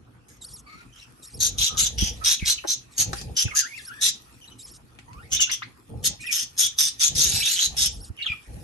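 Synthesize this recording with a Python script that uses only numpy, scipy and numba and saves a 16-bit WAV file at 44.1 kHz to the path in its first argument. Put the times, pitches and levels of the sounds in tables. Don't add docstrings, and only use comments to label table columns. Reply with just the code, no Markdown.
import sys
import numpy as np
from scipy import signal
from scipy.fft import rfft, irfft, next_fast_len
from scipy.io import wavfile
from scipy.ndimage import uniform_filter1d, map_coordinates
from numba import njit

SR = 44100
rng = np.random.default_rng(int(sys.argv[2]) if len(sys.argv) > 2 else 0)


def unload_wav(signal):
    wavfile.write(
        sys.argv[1],
        SR,
        np.round(np.clip(np.atleast_2d(signal).T, -1, 1) * 32767).astype(np.int16),
    )


N = 380583

# (frequency [Hz], relative level per Hz [dB])
BREATH_COLOUR = [(800, -77), (1300, -18), (2300, -16), (3500, -7.5), (4350, -13), (5300, -5.5), (7600, -9),
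                 (8700, -4.5), (9900, -13), (11000, -1.5), (12000, -12.5), (13000, -27.5), (15000, -38.5),
                 (16500, -54)]


def amp(db):
    return 10 ** (np.asarray(db) / 20)


def unit(x):
    return x / np.sqrt(np.mean(x ** 2) + 1e-20)


def along(points, hz):
    f, v = np.transpose(points)
    return np.interp(np.log(hz + 1), np.log(f + 1), v)


def curves(rows):
    s, *cols = np.transpose(rows)
    return [np.interp(np.arange(N) / SR, s, c) for c in cols]


def contour(rows, shape):
    t = np.arange(N) / SR
    out = np.zeros(N)
    for s, *rest in rows:
        i = round(s * SR)
        part = out[i:i + SR]
        out[i:i + SR] = np.maximum(part, shape(t[:len(part)], *rest))
    return out


def sounding(t0, t1, fade):
    t = np.arange(N) / SR
    return np.clip(np.minimum(t - t0, t1 - t) / fade, 0, 1)


def wobble(rate):
    knots = rng.standard_normal(int(N * rate / SR) + 4)
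    return map_coordinates(knots, [np.arange(N) * rate / SR])


def filtered(x, response):
    m = next_fast_len(N + SR // 2)
    return irfft(rfft(x, m) * response(np.fft.rfftfreq(m, 1 / SR)), m)[..., :N]


def steady(x):
    return x / np.sqrt(np.abs(uniform_filter1d(x ** 2, size=1300)) + 1e-20)


def patchy(x, depth_db):
    z = signal.stft(x, nperseg=512)[2]
    field = uniform_filter1d(rng.standard_normal(z.shape[-2:]), size=6, axis=0)
    field = uniform_filter1d(field, size=8, axis=1)
    return signal.istft(z * amp(depth_db * unit(field)), nperseg=512)[1][..., :N]


def rush(spectrum, patchy_db):
    # (frequency [Hz], likeness of the two channels here, 1 = the same)
    likeness = [(60, 1), (250, 0.55), (1000, 0.033), (7000, 0.11), (9000, 0.93)]

    def colour(hz):
        angle = np.arccos(np.clip(along(likeness, hz), 0, 1)) / 2
        level = amp(along(spectrum, hz)) / (1 + (hz / 12500) ** 40)
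        return level * [np.cos(angle), np.sin(angle)]

    mid, side = filtered(patchy(rng.standard_normal((2, N)), patchy_db), colour)
    return unit(np.array([mid + side, mid - side]))


def grains(often, size):
    hits = (rng.random(N) < often) * rng.exponential(size=N)
    return np.convolve(hits, np.hanning(size), "same")


def quiet_air():
    # (frequency [Hz], relative level per Hz [dB])
    air_colour = [(30, -24.5), (95, -13.5), (118, 5), (145, -13), (267, -5), (571, -22.5), (1260, -14),
                  (1390, -15.5), (1750, -25), (1890, -23.5), (2490, -26.5), (4950, -35.5), (11700, -55.5),
                  (13000, -63.5)]
    return amp(-56) * rush(air_colour, patchy_db=4)


def aviary(x):
    # (frequency [Hz], time for the aviary echo to fall by 60 dB [s])
    echo_times = [(500, 0.06), (3000, 0.26), (7000, 0.2), (13000, 0.011)]
    box_t60_s, aviary_db = 0.035, -8.5
    out, step = np.zeros((2, N + SR)), SR // 4
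    for i in range(0, N, step):
        hz, t, z = signal.stft(rng.standard_normal((2, SR // 4)), SR, nperseg=256)
        box_fade = amp(-60 * t / box_t60_s)
        aviary_fade = amp(aviary_db - 60 * t / along(echo_times, hz)[:, None])
        tail = signal.istft(z * (box_fade + aviary_fade), SR, nperseg=256)[1]
        wet = signal.fftconvolve(x[None, i:i + step], tail / np.linalg.norm(tail[0]), axes=1)
        out[:, i:i + wet.shape[1]] += wet
    return out[:, :N]


def rustle():
    # (time [s], relative level [dB])
    rustle_level = [(0.0, -69), (2.45, -46.5), (2.86, -59.5), (3.13, -46), (3.17, -35.5), (3.23, -42.5),
                    (3.27, -52.5), (3.68, -47.5), (4.95, -62.5), (5.53, -51), (5.74, -61.5), (6.32, -55.5),
                    (6.9, -53.5), (7.26, -41), (7.47, -33), (8.0, -63), (8.63, -50)]
    # (frequency [Hz], relative level per Hz [dB])
    rustle_colour = [(590, -13.5), (1000, -40.5), (1840, 1), (2100, -9.5), (2470, 1), (2950, -6),
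                     (4110, -7), (5360, -5.5), (8610, -10.5), (10100, 3.5), (14000, -26.5)]
    noise = (1 + .5 * grains(.003, size=90)) * rush(rustle_colour, patchy_db=4)
    return amp(curves(rustle_level)[0] - 1.5) * unit(noise)


def rumble():
    # (time [s], length [s], relative level [dB], panels relative to the boom [dB]); the faint rows at 0
    # s and 4.6 s are a low hum, not shaking
    bouts = [(0, 0.7, -58, 4), (1.323, 0.29, -34.5, -4), (1.688, 0.36, -34.5, -3), (1.893, 0.23, -29.5, -5),
             (2.123, 0.16, -32, -10.5), (2.43, 0.054, -35.5, -10), (2.972, 0.35, -38.5, 3.5),
             (3.419, 0.086, -38.5, -1.5), (3.979, 0.094, -47.5, -1.5), (4.6, 0.77, -56, 1),
             (5.128, 0.281, -49, 4), (5.885, 0.23, -46.5, 11.5), (7.084, 0.3, -37, 3.5),
             (7.654, 0.38, -35, -7), (8.464, 0.23, -35.5, -2)]
    # (frequency [Hz], relative level per Hz [dB])
    rumble_colour = [(30, 1), (58, 6.5), (85, 1), (140, -0.5), (244, -11.5), (419, -18.5), (470, -10),
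                     (600, -26.5), (1100, -42.5), (1600, -120)]
    # (frequency [Hz], relative level per Hz [dB])
    litter_colour = [(120, -20), (250, -8.5), (480, -5.5), (620, -5), (850, 3.5), (1100, -53.5)]
    rise_s, fade_db_per_s, calm_db, split_hz = 0.033, 295.5, -58, 67

    def bout(t, length, db):
        return np.clip(t / rise_s, 0, 1) * amp(db - fade_db_per_s * np.clip(t - length, 0, None))

    boom_rows = [(s, length, db) for s, length, db, _ in bouts]
    panel_rows = [(s, length, db + panel_db) for s, length, db, panel_db in bouts]
    boom_level = np.maximum(contour(boom_rows, bout), amp(calm_db))
    panel_level = np.maximum(contour(panel_rows, bout), amp(calm_db))
    noise = unit(amp(2.5 * wobble(25)) * rush(rumble_colour, patchy_db=1.5))
    deep = filtered(noise, lambda hz: 1 / (1 + (hz / split_hz) ** 6))
    crumbs = 1 + .5 * grains(.006, size=250)
    litter = amp(-17.5) * unit(crumbs * rush(litter_colour, patchy_db=4.0))
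    return boom_level * deep + panel_level * (noise - deep) + panel_level * litter


def tone(hz, overtone_db, rough):
    turn = 2 * np.pi * np.cumsum(hz * (1 + rough * wobble(300))) / SR
    return np.sqrt(2) * amp(3 * wobble(120)) * (np.sin(turn) + amp(overtone_db) * np.sin(2 * turn))


def peeps():
    # (time from the first crest [s], frequency [Hz])
    arches = np.array([(-.065, 4200), (-.031, 3650), (0, 5500), (.045, 3850), (.077, 5620), (.13, 2700)])
    # (first crest time [s], start and end from that crest [s], relative level [dB], relative breath [dB])
    peep_rows = [(0.467, -0.059, 0.15, -48.5, 2), (1.277, -0.057, 0.115, -51.5, 1),
                 (2.064, 0.048, 0.13, -60, -5), (2.982, -0.074, 0.0032, -56, 1.5),
                 (3.797, -0.034, 0.11, -50.5, 1), (4.643, -0.062, 0.14, -54, 4),
                 (6.267, -0.068, 0.051, -52, 7), (7.948, -0.046, 0.15, -52.5, 3.5)]
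    s, turns_hz = np.vstack([arches + [p[0], 0] for p in peep_rows]).T
    place = np.interp(np.arange(N) / SR, s, np.arange(len(s)))
    eased = np.floor(place) + np.sin(np.pi / 2 * (place % 1)) ** 2
    hz = np.interp(eased, np.arange(len(s)), turns_hz)
    level, airy, faded = np.zeros(N), np.zeros(N), np.zeros(N)
    for crest, begin, end, db, breath_db in peep_rows:
        level += amp(db) * sounding(crest + begin, crest + end, fade=0.016)
        airy += amp(breath_db) * sounding(crest - .1, crest + .2, fade=.01)
        faded += sounding(crest + .024, crest + .062, fade=.012)
        faded += .95 * sounding(crest + .097, crest + .17, fade=.02)
    clear = 1 - .87 * faded

    def breath_colour(f):
        return amp(along(BREATH_COLOUR, f)) / (1 + (f / 11500) ** 20) / (1 + (3000 / (f + 1)) ** 4)

    breath = unit(patchy(filtered(rng.standard_normal(N), breath_colour), 3.0))
    broken = amp(3.5 * wobble(70)) * (hz / 5000) ** 1.5
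    leak = airy / (1 + (hz / 5000) ** 12) * amp(2.5 * wobble(40))
    return level * (clear * broken * tone(hz, overtone_db=3.7, rough=0.0069) + leak * breath)


def gliding_notes(notes, second_db, third_db):
    out = np.zeros(N + SR)
    for s, length, from_hz, to_hz, db in notes:
        u = np.arange(round(length * SR)) / (length * SR)
        waver = np.interp(u, np.linspace(0, 1, num=8), rng.standard_normal(8))
        hz = (from_hz + (to_hz - from_hz) * (1 - (1 - u) ** 1.472)) * (1 + 0.0333 * waver)
        turn = 2 * np.pi * np.cumsum(hz) / SR
        voice = np.sin(turn) + amp(second_db) * np.sin(2 * turn) + amp(third_db) * np.sin(3 * turn)
        out[round(s * SR):][:len(u)] += amp(db + 6.0) * np.sin(np.pi * u) ** 0.22 * voice
    return out[:N] * (1 + .5 * wobble(350) + .35 * wobble(1400))


def chatter():
    # (time [s], length [s], start pitch [Hz], end pitch [Hz], relative level [dB]); the short 5 kHz note
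    # at 3.176 s is a small scratch, not a call
    clear_notes = [(0.665, 0.167, 1193, 1310, -63), (1.694, 0.13, 1272, 1316, -52.5),
                   (2.21, 0.028, 1222, 1334, -47.5), (2.389, 0.012, 3690, 2434, -45),
                   (2.407, 0.043, 2260, 2163, -45.5), (2.577, 0.012, 3101, 2550, -43),
                   (3.455, 0.043, 2614, 2616, -43.5), (3.475, 0.014, 2100, 1288, -50),
                   (3.509, 0.017, 2354, 2105, -44.5), (3.515, 0.044, 1250, 1220, -50.5),
                   (3.785, 0.013, 4330, 3300, -52), (3.176, 0.023, 5000, 4840, -47.5),
                   (5.365, 0.015, 3530, 3785, -35.5), (5.389, 0.064, 3005, 2670, -35),
                   (5.422, 0.015, 3570, 3270, -31), (5.472, 0.015, 1450, 1504, -56),
                   (6.192, 0.038, 2240, 2590, -54.5), (6.227, 0.025, 2420, 2670, -47.5),
                   (6.237, 0.03, 1801, 1950, -51), (6.263, 0.0076, 3300, 3170, -42),
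                   (6.269, 0.05, 2690, 2295, -42), (7.404, 0.022, 2630, 2390, -42.5),
                   (7.424, .014, 2700, 3280, -35), (7.44, .04, 3420, 3910, -36.5),
                   (8.172, 0.03, 3100, 2830, -51), (8.186, 0.034, 2270, 2270, -47.5),
                   (8.202, 0.043, 2774, 2910, -42.5), (8.223, 0.022, 4000, 3470, -40.5),
                   (8.242, 0.026, 2003, 1267, -51.5), (8.258, 0.017, 3320, 3198, -35.5),
                   (8.273, 0.035, 2781, 2506, -37.5), (8.314, 0.018, 2453, 2380, -38),
                   (8.317, 0.025, 1420, 1180, -55.5)]
    reedy_notes = [(0.661, 0.1, 2224, 2240, -60), (.925, 0.02, 2910, 3240, -65),
                   (.96, 0.028, 3146, 3020, -65), (0.979, 0.023, 3320, 3900, -63),
                   (1.013, 0.02, 2750, 2566, -59), (4.412, 0.054, 2990, 3080, -63),
                   (4.474, 0.017, 4100, 3880, -63), (4.5, 0.032, 2940, 3010, -62),
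                   (5.396, 0.015, 1460, 3000, -42.5), (5.492, 0.026, 1420, 3352, -40.5),
                   (5.62, 0.016, 997, 2510, -46)]
    clear = gliding_notes(clear_notes, second_db=-25, third_db=-34)
    return clear + gliding_notes(reedy_notes, second_db=-5, third_db=-22)


def whistles():
    # (time [s], pitch [Hz], relative level [dB])
    warbles = [
        [(3.555, 1676, -44), (3.59, 1767, -41.5), (3.615, 1690, -45), (3.64, 1354, -41.5), (3.66, 1830, -48),
         (3.7, 2200, -57), (3.73, 2240, -49.5), (3.765, 2765, -45), (3.795, 1710, -47.5), (3.815, 1690, -58)],
        [(3.865, 1630, -59), (3.91, 1370, -43), (3.93, 1703, -52.5), (4.0, 1750, -47.5)],
        [(5.08, 948, -56.5), (5.13, 1011, -62), (5.19, 1276, -52.5), (5.225, 1626, -58), (5.25, 2280, -61),
         (5.28, 1950, -66)],
    ]
    hz, db = curves(np.vstack(warbles))
    on = sum(sounding(w[0][0], w[-1][0], fade=0.0012) for w in warbles)
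    return on * amp(db - 1.5 + 1.5 * wobble(45)) * tone(hz, overtone_db=-13, rough=.025)


def knocks():
    # (time [s], relative level [dB], crack relative to that [dB], contact time [ms])
    taps = [(2.64, -21, -34, 0.8), (2.647, -4, -45, 1.56), (3.131, -13, -8.5, 0.8), (3.213, -23, -3, 1.34),
            (4.988, -42.5, 0.5, 0.092), (5.131, -54, 9, .1)]
    # (time [s], level [dB], pitch [Hz], relative level of the octave above [dB])
    thumps = [(2.024, -16, 85.05, 3), (2.425, -20, 76, -11), (3.453, -17.5, 106, -6.5),
              (8.101, -27, 88, -8.5), (8.301, -31, 78, -13.5)]
    # (frequency [Hz], width [Hz], relative level [dB])
    panels = [(345, 30.67, 3), (814, 44, 8.5), (1470, 920, 8), (2550, 780, 20)]
    blows, cracks, bumps = np.zeros(N), np.zeros(N + SR), np.zeros(N + SR)
    t = np.arange(SR // 5) / SR
    for s, db, crack_db, contact_ms in taps:
        i = round(s * SR)
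        push = np.sin(np.pi * np.clip(1000 * t / contact_ms, 0, 1)) ** 2
        blows[i:][:len(t)] += amp(db + 21.0) * push / push.sum()
        crack_level = amp(db + crack_db + 3.0 - 60 * t / 0.022)
        cracks[i:][:len(t)] += crack_level * rng.standard_normal(len(t))
    for s, db, hz, octave_db in thumps:
        level = amp(db - 60 * t / 0.051) * np.clip(t / 0.0024, 0, 1)
        octave = amp(octave_db - 60 * t / 0.11) * np.sin(2 * np.pi * 2.0 * hz * t)
        bumps[round(s * SR):][:len(t)] += level * (np.sin(2 * np.pi * hz * t) + octave)

    def wood(f):
        rings = 0
        for k, (centre, width, db) in enumerate(panels):
            rings = rings + (-1) ** k * amp(db) * 1j * f * width / (centre ** 2 - f * f + 1j * f * width)
        return rings / (1 + 1j * f / 1800) ** 2

    def bright(f):
        return (1j * f * 6000 / (5500 ** 2 - f * f + 1j * f * 6000)) ** 2 / (1 + 1j * f / 11000) ** 3

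    return bumps[:N] + filtered(blows, wood) + filtered(cracks[:N], bright)


@njit
def resonance(x, hz, width_hz, sr):
    y = np.zeros(len(x))
    r = np.exp(-np.pi * width_hz / sr)
    for i in range(2, len(x)):
        y[i] = x[i] + 2 * r * np.cos(2 * np.pi * hz[i] / sr) * y[i - 1] - r * r * y[i - 2]
    return y


def squawks():
    # (time [s], crest after it [s], release after it [s], relative crest level [dB], pulse rate [per s],
    #  lower resonance [Hz], upper resonance at the crest [Hz], lower resonance [dB], breath [dB])
    calls = np.array([(0.277, 0.004, 0.094, -57, 176, 2050, 6250, -1, 4.5),
                      (0.659, 0.15, 0.18, -58.5, 140, 2440, 4430, 6, 0),
                      (0.928, 0.12, 0.11, -53.5, 77, 3030, 5900, 3.5, -0.5),
                      (1.395, 0.021, 0.09, -15.5, 160, 3860, 6290, -11, -9),
                      (1.573, 0.052, 0.11, -15.5, 167, 3825, 6330, -5, -9.5),
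                      (1.764, 0.032, 0.11, -15, 158, 3800, 6480, -8, -10),
                      (1.973, 0.038, 0.12, -19, 148, 3260, 5807, -6.5, -21.5),
                      (2.235, 0.037, 0.11, -14, 155, 3570, 5790, -5.5, -7.5),
                      (2.448, 0.036, 0.08, -18, 153, 3930, 6020, -3.5, -1),
                      (2.668, 0.03, 0.067, -19.5, 220, 4070, 6100, -9.5, -9.5),
                      (2.97, 0.023, 0.063, -14.5, 144, 4320, 6286, -15, -6.5),
                      (3.36, 0.022, 0.071, -15.5, 274, 3338, 5920, -8.5, -11.5),
                      (3.545, 0.039, 0.062, -15, 193, 4820, 6350, -10, -6.5),
                      (4.005, 0.044, 0.085, -18.5, 194, 3920, 6220, -3, 0),
                      (5.31, 0.026, 0.05, -16, 170, 3120, 6170, -9.5, -22.5),
                      (5.397, 0.01, 0.029, -13, 210, 3320, 6300, -22, -20),
                      (5.506, 0.011, 0.039, -21.5, 186, 3300, 5920, -5.5, -12),
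                      (6.034, 0.03, 0.039, -19.5, 217, 3700, 6210, -14, 4),
                      (6.306, 0.026, 0.13, -18, 160, 3430, 5970, -11.5, -6.5),
                      (6.572, 0.026, 0.098, -16, 181, 3600, 6100, -15, -2),
                      (6.775, 0.018, 0.11, -15.5, 153, 3770, 5940, -12, -4.5),
                      (6.991, 0.032, 0.086, -13.5, 155, 3770, 6230, -11, -5),
                      (7.146, 0.073, 0.18, -14, 163, 3755, 6060, -10.5, -6.5),
                      (7.326, 0.0269, 0.14, -22, 159, 3945, 5080, -4, -1),
                      (7.443, 0.018, 0.083, -21, 219, 3806, 6600, 0, -3.5),
                      (7.499, 0.013, 0.1, -22.5, 222, 4100, 6700, -3.5, 0),
                      (7.575, 0.024, 0.058, -20.5, 181, 3400, 6540, 1, -4),
                      (7.613, 0.01, 0.047, -19, 190, 3893, 6300, -3.5, -8),
                      (7.76, 0.064, 0.11, -15.5, 129, 3660, 5750, -10, -3)])
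    attack_s, swell_db, sag_db_per_s, release_db_per_s = 0.009, 8, 86.5, 1296
    lead_s, lead_db = .014, -24.5
    climb_octaves_per_s = 0.49
    shrill_db = -34

    def effort(t, crest, release, db):
        swell = swell_db * np.clip(1 - t / crest, 0, 1)
        sag = sag_db_per_s * np.clip(t - crest, 0, None)
        let_go = release_db_per_s * np.clip(t - release, 0, None)
        return np.clip(t / attack_s, 0, 1) ** 2 * amp(db - swell - sag - let_go)

    level = contour(calls[:, :4], effort)
    level = np.maximum(level, amp(lead_db) * np.roll(level, -round(lead_s * SR)))
    t = np.arange(N) / SR
    current = calls[np.searchsorted(calls[1:, 0], t + lead_s)]
    start, crest, release, _, rate, low_hz, high_hz, low_db, breath_db = current.T
    high_hz = high_hz * 2 ** (climb_octaves_per_s * (np.clip(t - start, 0, release) - crest))

    cycle = np.cumsum(rate * (1 + .03 * wobble(150))) / SR
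    snaps = (np.diff(np.floor(cycle), prepend=0) > 0) * amp(2 * wobble(200))
    puff = (.15 + np.exp(-3.5 * (cycle % 1))) * amp(2.5 * wobble(170))
    hiss = rng.standard_normal((3, N)) * puff
    source = unit(snaps) + [[1.6], [2], [3]] * unit(hiss)

    drift = 1 + .035 * wobble(40)
    low = resonance(resonance(source[0], low_hz * drift, 500., SR), low_hz * drift, 900., SR)
    high = resonance(resonance(source[1], high_hz * drift, 900., SR), high_hz * drift, 1350., SR)
    low, high = steady(low), steady(high)
    broad = patchy(filtered(source[2], lambda hz: amp(along(BREATH_COLOUR, hz))), 3.5)
    dull = filtered(broad, lambda hz: 1 / (1 + (hz / 12500) ** 30))
    broad = dull + (broad - dull) * np.clip(level / amp(shrill_db), 0, 1)
    voice = amp(low_db + 0.56 * wobble(45)) * low
    voice = voice + amp(-3.0 + 1.22 * wobble(45)) * high + amp(breath_db) * unit(broad)

    def treble(hz):
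        return 1 / (1 + (8000 / (hz + 1)) ** 16) / (1 + (hz / 12800) ** 30)

    sums = filtered(high * (low + .5 * high), treble)
    voice = voice + amp(-15) * steady(sums)
    return filtered(level * amp(-6.5) * voice, lambda hz: (1j * hz / (1j * hz + 900)) ** 3)


def scene():
    near, box = squawks(), knocks()
    others = whistles() + chatter()
    wet = aviary(amp(4.5) * near + amp(5.0) * others + amp(4.0) * box)
    return near + others + peeps() + box + wet + quiet_air() + rustle() + rumble()


def record(dry):
    # (frequency [Hz], phase by which the left port is late [radians])
    port_delay = [(60, -.4), (700, -.3), (1550, 2.0), (2150, 3.4), (3900, 6.5), (7750, 6.3), (9000, 7.4),
                  (11600, 11.8), (13800, 15.7), (14800, 18.7)]
    top_hz, bottom_hz = 16300, 38
    mid, side = (dry[0] + dry[1]) / 2, (dry[0] - dry[1]) / 2
    side = filtered(side, lambda hz: np.maximum(1 / (1 + (hz / 9000) ** 8), amp(-21.5)))

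    def ports(hz):
        late = np.exp(.5j * along(port_delay, hz) * np.array([[-1], [1]]))
        return late * (hz < top_hz) / (1 + (bottom_hz / (hz + 1)) ** 8)

    return filtered(np.array([mid + side, mid - side]), ports)


dry = scene()
out = record(dry)
unload_wav(out)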